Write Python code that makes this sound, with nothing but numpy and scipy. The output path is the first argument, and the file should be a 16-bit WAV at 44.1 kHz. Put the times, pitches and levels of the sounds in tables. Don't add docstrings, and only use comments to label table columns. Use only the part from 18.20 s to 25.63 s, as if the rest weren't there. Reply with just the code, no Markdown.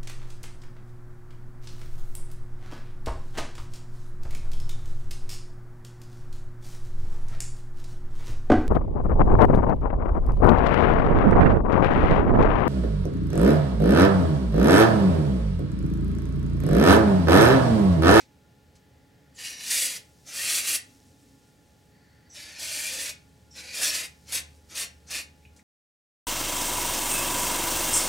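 import sys
import numpy as np
from scipy import signal
from scipy.fft import rfft, irfft, next_fast_len
from scipy.io import wavfile
from scipy.ndimage import map_coordinates

SR = 44100
rng = np.random.default_rng(int(sys.argv[2]) if len(sys.argv) > 2 else 0)


def transcribe(u):
    v = np.clip(np.atleast_2d(u).T, -1, 1)
    q = np.round(v * 32767).astype(np.int16)
    wavfile.write(sys.argv[1], SR, q)


N = 327663


def amp(db):
    return 10 ** (np.asarray(db) / 20)


def unit(x):
    return x / np.sqrt(np.mean(x ** 2) + 1e-20)


def along(points, hz):
    f, v = np.transpose(points)
    return np.interp(np.log(hz + 1), np.log(f), v)


def wobble(rate, size):
    knots = rng.standard_normal(int(size * rate / SR) + 4)
    return map_coordinates(knots, [np.arange(size) * rate / SR])


def filtered(x, response):
    n = x.shape[-1]
    m = next_fast_len(n + 8192)
    return irfft(rfft(x, m) * response(np.fft.rfftfreq(m, 1 / SR)), m)[..., :n]


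def noise(response, size):
    return unit(filtered(rng.standard_normal(size), response))


def peak(f, hz, half_width):
    return 1 / (1 + ((f - hz) / half_width) ** 2)


def add(track, s, sound):
    part = track[max(round(s * SR), 0):][:len(sound)]
    part += sound[:len(part)]


def tone(hz, waver_db, drift_rad):
    t = np.arange(N) / SR
    return amp(waver_db * wobble(8.1, N)) * unit(np.sin(2 * np.pi * hz * t + drift_rad * wobble(6, N)))


# t/s, level/dB, centre f/Hz, bandwidth/Hz, T60/s
TOUCHES = [(0, -51, 5240, 5000, 0.15), (0, -55.5, 2190, 700, 0.1), (.553, -59.5, 5500, 6000, 0.12),
           (3.027, -63, 8050, 1800, 0.055), (3.056, -73, 3900, 2960, .06), (7.225, -68, 2360, 400, 0.097),
           (7.251, -49.5, 2520, 506, 0.056), (7.361, -56.5, 6500, 5000, 0.13),
           (7.389, -55, 2150, 700, 0.049), (7.39, -60.5, 6500, 5000, 0.073)]
def ticks():
    out, t = np.zeros(N), np.arange(SR // 4) / SR
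    attack = 1 - np.exp(-t / 0.0022)
    for s, db, hz, width, t60 in TOUCHES:
        add(out, s, amp(db - 60 * t / t60) * attack * noise(lambda f: peak(f, hz, width / 2), len(t)))
    return out


# f/Hz, relative level/dB
RUMBLE_SPECTRUM = [(25, -29), (45, -8.5), (60, -1.5), (85, 2), (150, 1), (200, -2), (232, -4.5), (290, -5),
                   (380, -13.5), (500, -10.5), (640, -17), (800, -15.5), (920, -21.5), (1250, -24.5),
                   (1800, -33.5)]
HISS_SPECTRUM = [(600, -9.5), (1000, -12), (1350, -5), (1550, 0), (1800, 2.5), (2600, 1.5), (5000, -1),
                 (8000, -5.5), (15800, -36)]
def room_noise(rumble_db=-59, hiss_db=-70):
    def pair(spectrum):
        shape = lambda f: amp(along(spectrum, f))
        return unit(noise(shape, N) + noise(shape, (2, N)))
    return amp(rumble_db) * pair(RUMBLE_SPECTRUM) + amp(hiss_db) * pair(HISS_SPECTRUM)


# f/Hz, bandwidth/Hz, level/dB
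HOUSING_MODES = [(435, 12, -82), (527, 110, -77.5), (856, 15, -104), (1408, 28, -81.5), (1753, 140, -80.5)]
# f/Hz, level/dB
BLADE_TONES = [(420.5, -76.5), (844.5, -74)]
def fan():
    housing = lambda f: sum(amp(db) * unit(peak(f, hz, width / 2)) for hz, width, db in HOUSING_MODES)
    airflow = filtered(rng.standard_normal(N), housing)
    return airflow + sum(amp(db) * tone(hz, waver_db=0.8, drift_rad=0.75) for hz, db in BLADE_TONES)


# t/s, level/dB
HUM_ENVELOPE = [(0.0, -71), (0.29, -74), (3.62, -79), (4.32, -63.5), (5.98, -65), (6.21, -53.5),
                (6.66, -64), (7.33, -56.5), (7.43, -71)]
def hum(hz=75.0):
    envelope = amp(np.interp(np.arange(N) / SR, *np.transpose(HUM_ENVELOPE)))
    fundamental = tone(hz, waver_db=4.0, drift_rad=0.49)
    octave = amp(-12.5) * tone(2 * hz, waver_db=2.5, drift_rad=4.3)
    return envelope * (fundamental + octave)


def drone(hz=272, rest_db=-72.5, swell_db=12.5, crest_s=2.76, rise_s=0.16, fall_s=.8):
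    swell = np.interp(np.arange(N) / SR, [crest_s - rise_s, crest_s, crest_s + fall_s], [0, 1, 0])
    return amp(rest_db + swell_db * swell) * noise(lambda f: peak(f, hz, 22), N)


# f/Hz, T60/s
DECAY_TIMES = [(200, 0.42), (2000, 0.32), (5000, 0.25), (9000, 0.2), (15000, 0.083)]
def workshop(x, direct_db=2.0, wet_db=-4.5, size=16384):
    wet, window = np.zeros((2, N)), signal.windows.hann(size, sym=False)
    padded = np.pad(x, (size // 2, size))
    for i in range(0, N + size // 2, size // 2):
        hz, t, diffuse = signal.stft(rng.standard_normal((2, SR // 3)), SR, nperseg=256)
        decay = amp(-60 * t / along(DECAY_TIMES, hz)[:, None])
        tail = signal.istft(diffuse * decay, SR, nperseg=256)[1]
        block = padded[i:i + size] * window
        answer = signal.fftconvolve(block[None], tail / np.linalg.norm(tail[0]), axes=1)
        for ear in range(2):
            add(wet[ear], (i - size // 2) / SR + .004, answer[ear, max(size // 2 - i, 0):])
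    return amp(direct_db) * x + amp(wet_db) * wet


# t/s, duration/s, level/dB, bright resonance re dull/dB
SLIDES = [(.55, 0.78, -80, -12), (3.661, 0.58, -72, -5)]
def rubbing(dull_hz=1850, bright_hz=4520, width_hz=490):
    out = np.zeros(N)
    for s, length, db, bright_db in SLIDES:
        n = int(length * SR)
        bore = lambda f: peak(f, dull_hz, width_hz / 2) + amp(bright_db) * peak(f, bright_hz, width_hz / 2)
        add(out, s, amp(db) * signal.windows.tukey(n, .4) * noise(bore, n))
    return out


def whistle(length, hz, width, db, bend=0, taper=.6, settle_s=0.026):
    t = np.arange(int(length * SR)) / SR
    phase = 2 * np.pi * np.cumsum(hz * (1 + bend * np.exp(-t / settle_s))) / SR
    a, b = noise(lambda f: peak(f, 0, width / 2), (2, len(t)))
    return amp(db) * signal.windows.tukey(len(t), taper) * unit(a * np.sin(phase) + b * np.cos(phase))


def droplets(response, size, clump_db):
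    return unit(filtered(rng.standard_normal(size) * amp(clump_db * wobble(2500, size)), response))


# f/Hz, half-width/Hz, relative level/dB
CAVITY_MODES = [(1796, 130, -10), (1843, 150, -6.5), (2224, 235, -2), (2464, 180, -1), (2800, 180, -6.5)]
def cavity_resonance(n, wander_db=1.8):
    out = np.zeros(n)
    for hz, half_width, db in CAVITY_MODES:
        strength = amp(db + wander_db * wobble(12.75, n))
        out += strength * filtered(rng.standard_normal(n), lambda f: peak(f, hz, half_width))
    return unit(out)


def near_echoes(x, strength, sway_s=.00007, count=6):
    i, out = np.arange(len(x)), x.copy()
    for delay in np.geomspace(.0007, .006, count) * np.exp(0.147 * rng.standard_normal(count)):
        lag = SR * (delay + sway_s * wobble(4.3, len(x)))
        out += strength * np.interp(i - lag, i, x, left=0)
    return out / np.sqrt(1 + count * strength ** 2)


# f/Hz, relative level/dB
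SPATTER_SPECTRUM = [(120, -24.5), (230, -8.5), (310, -1.5), (400, -10.5), (510, 2), (640, -1.5), (800, -8),
                    (1000, -7.5), (1200, -6), (1600, -3), (2200, -20.5)]
def nozzle_flow(start, stop, level, mix_db, spectrum, open_s, shut_s, gain_db, sputter_db, echo,
                fizz_hz=8200, body_hz=2900, flutter_db=0.96, usual_flow_db=-33):
    t = np.arange(start - .08, stop + .09, 1 / SR)
    n = len(t)
    flow_db = np.interp(t, *np.transpose(level))
    excess_db = flow_db - usual_flow_db
    fizz_db, spatter_db, cavity_db = mix_db
    shape = lambda f: amp(along(spectrum, f))
    fine = lambda f: 1 / (1 + (fizz_hz / (f + 1)) ** 10)
    coarse = lambda f: (1 - fine(f)) / (1 + (body_hz / (f + 1)) ** 6)
    jet = amp(-2.5) * droplets(lambda f: shape(f) * np.sqrt(coarse(f)), n, clump_db=2.0)
    fizz = droplets(lambda f: shape(f) * np.sqrt(fine(f)), n, clump_db=1.5)
    fizz *= amp(fizz_db + 0.42 * excess_db + sputter_db * wobble(31.2, n))
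    spatter = droplets(lambda f: amp(along(SPATTER_SPECTRUM, f)) * peak(f, 0, 5000), n, clump_db=1.5)
    spatter *= amp(spatter_db - 0.54 * excess_db)
    cavity = cavity_resonance(n) * amp(cavity_db - 0.26 * excess_db - 2.0)
    cavity /= 1 + np.exp((start - t) / 0.018)
    valve = np.exp(-np.maximum(start - t, 0) / open_s - np.maximum(t - stop, 0) / shut_s)
    flow = valve * amp(flow_db + gain_db + flutter_db * wobble(70.3, n))
    return t[0], near_echoes(flow * (jet + fizz + spatter + cavity), strength=echo)


# f/Hz, relative level/dB
TRICKLE_SPECTRUM = [(1200, -17.5), (1800, 7), (2500, 5.5), (3150, -2), (3900, 1), (4250, 1.5), (4650, 2),
                    (5300, 1.5), (5900, -0.5), (7100, -3.5), (8600, -9), (10000, -8.5), (11800, -14),
                    (12500, -18.5), (15800, -28.5)]
JET_SPECTRUM = [(760, -38), (1300, -5), (1540, -22.5), (1850, -4.5), (2060, -10), (2460, 1), (3000, -5),
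                (3400, -0.5), (3980, -2.5), (4560, -0.5), (7840, -3.5), (8710, -5.5), (9470, -5),
                (13900, -16), (15800, -24.5)]
def press(crack, trickle, full, shut, level, mix_db, whistle_hz, whistle_db, width_hz, bend=0):
    out = np.zeros(N)
    for ratio, db in (1, 0), (1.33, -9.5):
        add(out, crack, whistle(0.079, ratio * whistle_hz, width_hz, whistle_db + db, bend, taper=.5))
    trickle_mix_db = np.add(mix_db, (0.5, -2, -2))
    add(out, *nozzle_flow(trickle, full - .006, level, trickle_mix_db, TRICKLE_SPECTRUM,
                          open_s=0.0148, shut_s=0.0036, gain_db=-0.8, sputter_db=2, echo=0.27))
    add(out, *nozzle_flow(full, shut, level, mix_db, JET_SPECTRUM,
                          open_s=0.0048, shut_s=0.014, gain_db=-0.7, sputter_db=1.46, echo=0.21))
    return out


# crack t/s, trickle t/s, fully open t/s, shut t/s, whistle f/Hz, whistle level/dB,
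# fraction by which the whistle starts sharp, relative level/dB of fizz, of spatter and of cavity
LONG_PRESSES = [(1.142, 1.189, 1.449, 1.767, 6000, -58, .4, -3.5, -21.5, -6.5),
                (2.056, 2.083, 2.134, 2.56, 6140, -50.5, 0, -3, -18, -5.5),
                (4.089, 4.16, 4.397, 4.901, 5820, -55.5, 0.02, -4.5, -19.5, -7.5),
                (5.301, 5.364, 5.55, 5.855, 5500, -57.5, 0.049, -5, -17.5, -6)]
# t/s, level/dB
FLOW_CURVES = [
    [(1.19, -44), (1.254, -35.5), (1.364, -46), (1.494, -33.5), (1.512, -27), (1.64, -29), (1.654, -30),
     (1.74, -37.5)],
    [(2.085, -47), (2.111, -44.5), (2.159, -36), (2.273, -31), (2.307, -28), (2.379, -28.5), (2.431, -34.5),
     (2.467, -33), (2.477, -29.5), (2.557, -28.5), (2.565, -31)],
    [(4.16, -44), (4.372, -47.5), (4.402, -36.5), (4.574, -33.5), (4.9, -35.5)],
    [(5.362, -44.5), (5.41, -43.5), (5.42, -47.5), (5.538, -42), (5.55, -35.5), (5.598, -34), (5.646, -26),
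     (5.694, -29), (5.724, -34.5), (5.742, -30), (5.855, -38.5)],
]
def long_bursts():
    out = np.zeros(N)
    for (crack, trickle, full, shut, hz, db, bend, *mix_db), level in zip(LONG_PRESSES, FLOW_CURVES):
        out += press(crack, trickle, full, shut, level, mix_db, hz, db, width_hz=520, bend=bend)
    return out


# t/s, duration/s, f/Hz, # bandwidth/Hz, level/dB
HOLLOW_TONES = [(1.192, 0.3, 5820, 200, -51), (2.185, .039, 1870, 90, -39.5), (2.568, .046, 1920, 130, -51.5),
                (4.622, 0.078, 2400, 130, -41), (4.683, 0.18, 530, 90, -54), (5.44, 0.16, 4650, 500, -51),
                (5.58, .075, 520, 450, -50), (5.6, .14, 5540, 450, -35.5), (5.6, .07, 1704, 454, -40)]
def hollow_tones():
    out = np.zeros(N)
    for s, length, hz, width, db in HOLLOW_TONES:
        add(out, s, whistle(length, hz, width, db))
    return out


# f/Hz, relative level/dB
BUBBLE_SPECTRUM = [(1500, -20.5), (3500, -2.5), (5500, 2.5), (8500, 0), (15800, -13.5)]
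def foam(sprayed, relative_db=-32.5, life_s=.38):
    keep = np.exp(-1 / (life_s * SR))
    wetness = np.sqrt(signal.lfilter([1 - keep], [1, -keep], sprayed ** 2))
    envelope = wetness * amp(relative_db + wobble(25, N))
    return envelope * droplets(lambda f: amp(along(BUBBLE_SPECTRUM, f)), N, clump_db=3)


# crack t/s, fully open t/s, shut t/s, trickle level/dB, jet level/dB, relative fizz/dB
QUICK_PRESSES = [(6.064, 6.124, 6.187, -44, -31, -5), (6.484, 6.554, 6.643, -48.5, -33.5, -3.5),
                 (6.861, 6.908, 7.002, -50, -34.5, -5)]
def short_bursts(lag_s=.03, rise_s=0.012, arch_db=4, spatter_db=-17, cavity_db=-5):
    out = np.zeros(N)
    for crack, full, shut, trickle_db, jet_db, fizz_db in QUICK_PRESSES:
        end_db, top_db = jet_db - arch_db / 2, jet_db + arch_db / 2
        level = [(full - rise_s, trickle_db), (full, end_db), ((full + shut) / 2, top_db), (shut, end_db)]
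        out += press(crack, crack + lag_s, full, shut, level, (fizz_db, spatter_db, cavity_db),
                     whistle_hz=6100, whistle_db=-56.5, width_hz=1900)
    return out


def scene():
    sprayed = long_bursts() + hollow_tones() + short_bursts()
    background = room_noise() + fan() + hum() + drone()
    return workshop(ticks() + rubbing() + sprayed) + foam(sprayed) + background


# f/Hz, side gain/dB
SIDE_GAIN = [(30, 5), (70, -17), (150, -8.5), (350, 0.5), (650, -2.5), (1500, 3), (2200, -1), (3500, -1.5),
             (5000, -13), (7500, -11), (9500, 1), (12000, 6), (15500, 5.5)]
# f/Hz, left minus right level/dB
IMBALANCE = [(300, -.5), (900, 0), (1500, -0.5), (2100, 2.5), (2750, -0.5), (3200, 1), (4000, 0.5),
             (8000, 0.2), (10200, -2.5), (12200, 3), (15500, -2)]
def record(dry, limit_hz=15850):
    mid = (dry[0] + dry[1]) / 2
    side = filtered((dry[0] - dry[1]) / 2, lambda f: amp(along(SIDE_GAIN, f)))
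    response = lambda f: amp(np.outer([.5, -.5], along(IMBALANCE, f))) * (f < limit_hz)
    return filtered(np.array([mid + side, mid - side]), response)


dry = scene()
out = record(dry)
transcribe(out)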